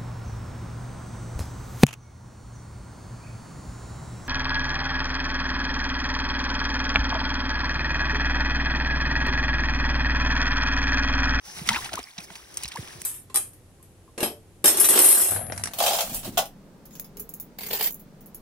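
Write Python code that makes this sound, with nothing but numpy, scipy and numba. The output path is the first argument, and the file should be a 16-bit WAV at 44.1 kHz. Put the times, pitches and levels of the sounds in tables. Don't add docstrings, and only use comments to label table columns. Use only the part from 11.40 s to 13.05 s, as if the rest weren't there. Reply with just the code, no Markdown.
import sys
import numpy as np
from scipy import signal
from scipy.fft import rfft, irfft
from scipy.io import wavfile
from scipy.ndimage import uniform_filter1d
from numba import njit

SR = 44100
rng = np.random.default_rng(int(sys.argv[2]) if len(sys.argv) > 2 else 0)


def master(y):
    cut = np.clip(np.atleast_2d(y).T, -1, 1)
    pcm = np.round(cut * 32767)
    wavfile.write(sys.argv[1], SR, pcm.astype(np.int16))


def ratio_of_db(decibels):
    return 10 ** (np.asarray(decibels, float) / 20)


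N = 72765

# time in seconds, gain in dB of the middle band (2.5-6.5 kHz),
# of the low band (0.8-2.93 kHz) and of the top band (above 6.5 kHz), 60 dB decay time in seconds.
SLAP_EVENTS = [(0.274, -26, -61, -38.5, 0.013), (0.2887, -13, -26.5, -24, 0.02),
               (0.295, -40, -28, -52, 0.026), (0.307, -41, -35, -50, 0.077),
               (0.3286, -29.5, -38, -51, 0.073), (0.3442, -38, -30, -59, 0.06),
               (0.3596, -45, -24.5, -52, 0.054), (0.4434, -38, -38, -39, 0.055),
               (0.4573, -47, -35, -57, 0.043), (0.4927, -44, -41, -62, 0.032),
               (0.522, -62, -41, -45, 0.036), (0.5315, -32.5, -33.5, -37, 0.022),
               (0.537, -38.5, -31.5, -35, 0.018), (0.5539, -35.5, -40.5, -30, 0.019),
               (0.584, -56, -58, -36, 0.0056), (0.5887, -60, -35, -64, 0.022),
               (0.5906, -44, -50, -39, .025), (0.6283, -41, -69, -45, 0.016),
               (0.7795, -37, -42, -63, 0.025), (0.7833, -38.5, -50.5, -72, 0.038),
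               (0.8036, -49, -59, -46, 0.044), (0.902, -66, -38.5, -67, 0.028),
               (0.9214, -56, -55, -51, 0.033), (0.9537, -39.5, -44, -45, 0.044),
               (1.141, -67, -51, -41, 0.033), (1.1712, -37.5, -42.5, -26.5, 0.029),
               (1.179, -53, -53, -47, .025), (1.2244, -40, -51, -44, 0.068),
               (1.234, -36.5, -46, -27.5, 0.018), (1.2385, -41, -54, -57, 0.04),
               (1.2543, -32.5, -41.5, -50, 0.031), (1.2783, -40, -68, -36.5, 0.021),
               (1.2842, -41, -56, -39.5, 0.029), (1.314, -49, -46.5, -57, .05),
               (1.318, -38, -43, -51, 0.035), (1.34, -49, -63, -44, 0.011), (1.358, -33.5, -60, -40, 0.013),
               (1.371, -63, -44.5, -41, 0.054), (1.474, -60, -43, -49, 0.031),
               (1.4833, -42, -70, -56, 0.021), (1.6166, -45, -41, -30, 0.017)]
# frequency in Hz, relative level in dB per Hz.
SLAP_SPECTRUM = [(300, -45), (600, -6), (1000, -2.5), (1310, -7), (1650, -7.5), (2080, -3.5), (3480, -3.5),
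                 (5900, -1.5), (7100, -4.5), (8700, -1.5), (11000, -8.5), (13500, -9.5), (15700, -13),
                 (16600, -59)]
# start in seconds, first pitch in Hz, pitch after one length in Hz,
# length in seconds, peak in dB before the wobble.
BUBBLE_RINGS = [(.2895, 2080, 2090, 0.0048, -11.5), (.2895, 1280, 1340, 0.0044, -17),
                (.312, 987, 861, 0.016, -25), (.336, 1760, 1900, 0.0074, -26), (.345, 950, 1060, 0.02, -36),
                (.362, 1076, 990, 0.018, -29), (.384, 1070, 1020, 0.013, -32.5),
                (.344, 1990, 1800, 0.0067, -22.5), (.3605, 1370, 1720, 0.0053, -25),
                (.353, 2150, 2560, 0.0056, -23), (.3595, 2766, 2600, 0.0048, -19),
                (.304, 1330, 1370, 0.0047, -27), (.304, 2000, 2050, 0.0064, -28),
                (.369, 1376, 1250, 0.013, -27), (.457, 820, 830, 0.0077, -40),
                (.490, 1340, 1340, 0.009, -38), (.490, 1760, 1730, 0.0066, -35),
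                (.535, 630, 698, 0.011, -31.5), (.546, 1330, 1490, 0.0096, -34.5),
                (.5735, 880, 1313, 0.013, -25), (.588, 520, 393, 0.0087, -35),
                (.639, 4900, 5220, 0.0038, -32), (.6425, 5200, 5270, 0.003, -41),
                (.6495, 2160, 2350, 0.0051, -46), (.671, 2000, 2140, 0.0036, -39.5),
                (.422, 1720, 1780, 0.0049, -32), (.686, 2330, 2170, 0.0036, -42),
                (.706, 3200, 3500, 0.0042, -44.5), (.7115, 4470, 4400, 0.0035, -43),
                (.589, 770, 710, 0.011, -36), (.735, 2260, 2290, 0.0047, -50),
                (.764, 800, 686, 0.0087, -49.5), (.783, 673, 723, 0.026, -47),
                (.803, 2610, 2610, 0.004, -34.5), (.884, 2230, 2250, 0.0077, -46),
                (1.1712, 8440, 8040, 0.0019, -14.5), (1.2795, 5250, 5500, 0.0019, -28),
                (.781, 5700, 5600, 0.003, -34), (.783, 3840, 3900, .006, -31),
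                (1.2555, 2300, 2480, 0.0024, -31.5), (1.38, 514, 456, 0.013, -39.5),
                (.07, 770, 895, 0.045, -49), (.187, 2250, 2210, 0.014, -43),
                (1.2455, 3820, 4180, 0.0035, -27), (1.2455, 2800, 2900, 0.0044, -32),
                (1.344, 1070, 1020, 0.0067, -45), (1.354, 783, 1121, 0.018, -29),
                (1.506, 1800, 1880, .005, -42), (1.641, 2500, 2600, 0.0049, -44),
                (.52, 790, 650, 0.0096, -35.5), (.905, 664, 664, 0.024, -49),
                (1.37, 1690, 1660, 0.0071, -33), (1.371, 2100, 2093, 0.0066, -34.5)]
# start in seconds, first pitch in Hz, pitch after one length in Hz,
# length in seconds, peak in dB before the wobble.
BODY_THUMPS = [(.06, 62, 55, 0.036, -53), (.07, 188, 189, 0.039, -53.5), (.41, 113, 107.7, 0.044, -53),
               (1.025, 61, 55, 0.04, -54), (1.17, 338, 338, 0.033, -54), (1.58, 104, 60, 0.026, -42),
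               (.165, 173, 157, 0.048, -50), (.214, 185, 148, 0.017, -30), (.23, 66.3, 60.6, 0.051, -44.5),
               (.275, 199, 197, 0.014, -34), (.296, 208, 198, 0.042, -30.5), (.30, 131, 138, 0.0296, -32.5),
               (.328, 183, 253, 0.024, -33.5), (.362, 290, 355, 0.018, -39.5),
               (.35, 76.6, 70.5, 0.068, -43.5), (.536, 100, 89.5, 0.024, -39), (.535, 377, 300, 0.015, -38),
               (.54, 220, 197, 0.011, -40.5), (1.258, 76, 52, 0.031, -41.5), (1.47, 325, 347, 0.027, -55.5),
               (.589, 290, 253, 0.015, -38), (.59, 60, 56, 0.054, -49), (.782, 182, 180, 0.018, -37),
               (.905, 171, 177, 0.018, -43), (1.247, 169, 85, 0.014, -38.5), (1.387, 206, 70, 0.023, -28.5),
               (1.426, 283, 202, 0.01, -43), (1.55, 180, 100, 0.028, -43.5),
               (1.619, 200, 161, 0.016, -46.5)]
# time in seconds, slosh level in dB, sizzle level in dB,
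# left minus right in dB for the whole mix.
CHURN_COURSE = [(0, -64, -66, 2), (.03, -62, -61, -1), (.055, -52.5, -47.5, 0.5), (.13, -53.5, -48.5, .5),
                (.175, -44.5, -40.5, 0), (.25, -48.5, -48, -0.5), (.275, -41, -38, -0.5),
                (.33, -35, -38.5, .5), (.39, -39.5, -39.5, -0.5), (.47, -42.5, -45.5, 0),
                (.51, -49, -52, -2), (.56, -46, -48, 1), (.6, -43.5, -52.5, -1.5),
                (.625, -54.5, -51.5, -3.5), (.69, -57.5, -54.5, 0), (.755, -60.5, -56.5, -1),
                (.79, -47.5, -53, -1.5), (.845, -54.5, -45, 0), (.86, -61, -56.5, 0), (.93, -50, -51, -1.5),
                (.99, -53, -51.5, 0.5), (1.06, -58.5, -58.5, 0.5), (1.12, -55.5, -53, 0.5),
                (1.2, -50.5, -47, 0), (1.265, -52.5, -51.5, -2), (1.305, -54.5, -56.5, -1),
                (1.35, -48.5, -52, -2), (1.41, -49.5, -47, 0), (1.46, -51, -50, 0), (1.52, -49, -49, 1),
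                (1.556, -50, -49, 2.5), (1.585, -52.5, -54.5, -1.5), (1.605, -56, -46, -1.5),
                (1.65, -59, -51.5, -2)]
# frequency in Hz, relative level in dB per Hz.
SLOSH_SPECTRUM = [(180, -5), (300, -11.5), (600, -19.5), (690, -7.5), (946, -7.5), (1050, -6.5), (1410, -9),
                  (1830, -7.5), (4000, -9), (5200, -22.5), (8800, -120)]
# frequency in Hz, relative level in dB per Hz.
SIZZLE_SPECTRUM = [(900, -48), (2000, -4), (3300, -26), (4500, -2.5), (5750, 3), (6600, -3.5), (7500, -3.5),
                   (9000, -2.5), (10700, -4.5), (12500, -9.5), (14000, -15.5), (15700, -7), (16200, -52),
                   (16600, -64)]
# time in seconds, level in dB.
SWISH_COURSE = [(.02, -67), (.05, -49.5), (.1, -43.5), (.13, -47), (.17, -51), (.23, -69), (.27, -66)]
# frequency in Hz, relative level in dB per Hz.
SWISH_SPECTRUM = [(4200, -15), (5000, -10), (5700, -3), (6300, -5), (7000, -39)]
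# time in seconds, level in dB.
RUMBLE_COURSE = [(0, -75), (.05, -67), (.12, -61), (.246, -53), (.35, -44.5), (.454, -57), (.55, -50),
                 (.61, -56), (.64, -65), (.755, -73), (.79, -56.5), (.972, -58), (1.05, -60.5),
                 (1.168, -51.5), (1.31, -61), (1.42, -53.5), (1.538, -54.5), (1.65, -56)]
# frequency in Hz, relative level in dB per Hz.
RUMBLE_SPECTRUM = [(12, -50), (20, -55), (60, -5.5), (258, -17.5), (343, -8), (425, -11.5), (449, -16),
                   (500, -16), (650, -14.5), (1100, -120)]
# frequency in Hz, lead in radians for the fish,
# lead in radians for the hiss around it.
PORT_LEAD = [(0, 0, 0), (340, .1, .1), (700, -.4, 1.8), (1030, -.3, 1.7), (1460, .3, 1.3), (1800, .5, 1.0),
             (2150, .8, 1.6), (2700, 1.7, 2.6), (3450, 2.0, 2.2), (3960, 1.4, 1.4), (4740, 1.3, 1.3),
             (5430, .75, .75), (6200, 1.6, 1.5), (6900, 2.85, 2.85), (8000, 3.8, 3.7), (9130, 4.9, 4.9),
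             (10250, 6.25, 6.25), (11300, 6.6, 6.6), (12400, 8.6, 8.6), (13800, 9.6, 9.6),
             (15300, 11.1, 11.1), (16400, 12.3, 12.3)]
# frequency in Hz, left minus right in dB.
PORT_DIFFERENCE = [(60, 3.5), (110, -2), (200, -3), (380, -2), (700, 2), (1290, 3), (2380, 0.0), (4400, 0),
                   (8120, 0), (15000, 0.0)]


def columns(table):
    return np.array(table, float).T


def shape(x, spectrum, lo_hz=0, hi_hz=np.inf):
    f = np.fft.rfftfreq(N, 1 / SR) + 1
    hz, db = columns(spectrum)
    colour = ratio_of_db(np.interp(np.log(f), np.log(hz), db))
    g = colour / np.sqrt((1 + (lo_hz / f) ** 10) * (1 + (f / hi_hz) ** 10))
    coloured = irfft(rfft(x) * g / np.sqrt(np.mean(g ** 2)), N)
    return coloured / np.sqrt(np.mean(x ** 2))


def flicker(rate_hz, db):
    k = int(SR / rate_hz)
    steps = np.repeat(rng.standard_normal(N // k + 1), k)
    smooth = uniform_filter1d(uniform_filter1d(steps, k), k)[:N]
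    return ratio_of_db(db * 1.12 * smooth)


def course(seconds, db):
    return ratio_of_db(np.interp(np.arange(N) / SR, seconds, db))


@njit
def ring_all(n, start, step, decay, glide, size):
    out = np.zeros(n)
    for k in range(len(start)):
        phase, turn, a, rise = 0., step[k], size[k], 1.
        for i in range(start[k], n):
            phase, turn = phase + turn, turn * glide[k]
            a, rise = a * decay[k], rise * decay[k] ** 4
            out[i] += a * (1 - rise) * np.sin(phase)
            if a < size[k] / 200:
                break
    return out


def fizz(rate_hz, lo_hz, hi_hz, cycles, spread_db, hiss):
    u = rng.random((9000, 4))
    s = np.cumsum(-np.log(1 - u[:, 0])) / rate_hz
    u = u[s < N / SR]
    start = (s[:len(u)] * SR).astype(np.int64)
    hz = np.minimum(lo_hz * (hi_hz / lo_hz) ** u[:, 1], 16000)
    step = 2 * np.pi * hz / SR
    life = cycles * (0.832 + 1.226 * u[:, 2]) * 2 * np.pi / step
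    size = ratio_of_db(spread_db * np.minimum(-np.log(1 - u[:, 3]), 3.5)) * step
    x = ring_all(N, start, step, np.exp(-1 / life), 1.2 ** (1 / life), size)
    return x / np.sqrt(np.mean(x ** 2)) + hiss * rng.standard_normal(N)


def even(x):
    local_power = uniform_filter1d(x ** 2, int(0.0022 * SR))
    return x / np.sqrt(local_power + 0.51 * np.mean(x ** 2)) * x.std()


def slaps():
    rise_s = 0.00085
    t, env = np.arange(N) / SR, np.zeros((3, N))
    for s, mid_db, low_db, top_db, t60 in SLAP_EVENTS:
        i = int((s - rise_s / 2) * SR)
        u = t[:min(SR // 8, N - i)]
        e = (1 - np.exp(-u / rise_s)) ** 2 * ratio_of_db(-60 * u / t60)
        gains = ratio_of_db(np.array([low_db, mid_db, top_db]))
        env[:, i:i + len(u)] += gains[:, None] * e / e.max()
    droplets = fizz(5000, 609.3, 16700, 2.514, spread_db=4, hiss=0.59)
    out = np.zeros(N)
    for e, (lo_hz, hi_hz) in zip(env, [(800, 2930), (2500, 6500), (6500, 60000)]):
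        out += e * even(shape(droplets, SLAP_SPECTRUM, lo_hz, hi_hz))
    return out


def rings(table, rough):
    out = np.zeros(N)
    shake, waver = flicker(350, rough * 1.3), flicker(350, rough * 0.3)
    bend, peak_share = 1.08, 0.33
    for s, hz0, hz1, length, db in table:
        i = int(s * SR)
        u = np.arange(int(2 * length * SR)) / (length * SR)
        u = u[:N - i]
        glide = np.tanh(bend * u) / np.tanh(bend)
        hz = (hz0 + (hz1 - hz0) * glide) * waver[i:i + len(u)]
        env = (u / peak_share * np.exp(1 - u / peak_share)) ** 1.54
        out[i:i + len(u)] += ratio_of_db(db) * env * np.sin(2 * np.pi * np.cumsum(hz) / SR)
    return out * shake


def bubbles():
    return rings(BUBBLE_RINGS, rough=0.89)


def thumps():
    return rings(BODY_THUMPS, rough=0.57)


def rumble():
    noise = shape(rng.standard_normal(N), RUMBLE_SPECTRUM)
    return course(*columns(RUMBLE_COURSE)) * flicker(15.4, 2.1) * noise


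def slosh():
    s, slosh_db, _, _ = columns(CHURN_COURSE)
    cloud = fizz(700, 596.2, 3975, 5.02, spread_db=4.0, hiss=2.06)
    return course(s, slosh_db) * flicker(40.02, 1.82) * shape(cloud, SLOSH_SPECTRUM)


def swish():
    return course(*columns(SWISH_COURSE)) * shape(rng.standard_normal(N), SWISH_SPECTRUM)


def sizzle():
    s, _, sizzle_db, _ = columns(CHURN_COURSE)
    cloud = fizz(2000, 2432, 16860, 5.5, spread_db=2.76, hiss=1.26)
    return course(s, sizzle_db) * flicker(90, 1.5) * shape(cloud, SIZZLE_SPECTRUM)


def ports(near, side, lead):
    f = np.fft.rfftfreq(N, 1 / SR)
    hz, db = columns(PORT_DIFFERENCE)
    turn = np.exp(.5j * np.interp(f, columns(PORT_LEAD)[0], lead))
    g = turn * ratio_of_db(.5 * np.interp(np.log(f + 1), np.log(hz), db))
    scatter = ratio_of_db(6.5 * np.exp(-((f - 650) / 380) ** 2))
    a, b = rfft(near), rfft(side) * scatter
    return np.array([irfft((a + b) * g, N), irfft((a - b) / g, N)])


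def scene():
    _, fish_lead, hiss_lead = columns(PORT_LEAD)
    near_fish = slaps() + bubbles() + thumps() + rumble()
    side_fish = 0.3 * slaps() + 0.35 * rumble()
    fish = ports(near_fish, side_fish, fish_lead)
    near_hiss, side_hiss = [slosh() + sizzle() + swish() for _ in range(2)]
    side_share = 0.2
    hiss = ports(np.sqrt(1 - side_share) * near_hiss, np.sqrt(side_share) * side_hiss, hiss_lead)
    s, _, _, left_db = columns(CHURN_COURSE)
    pan = course(s, .5 * left_db)
    return (fish + hiss) * [pan, 1 / pan]


def low_pass(x):
    return signal.sosfilt(signal.butter(12, 17130, fs=SR, output="sos"), x)


def record(dry):
    return low_pass(dry)


dry = scene()
out = record(dry)
master(out)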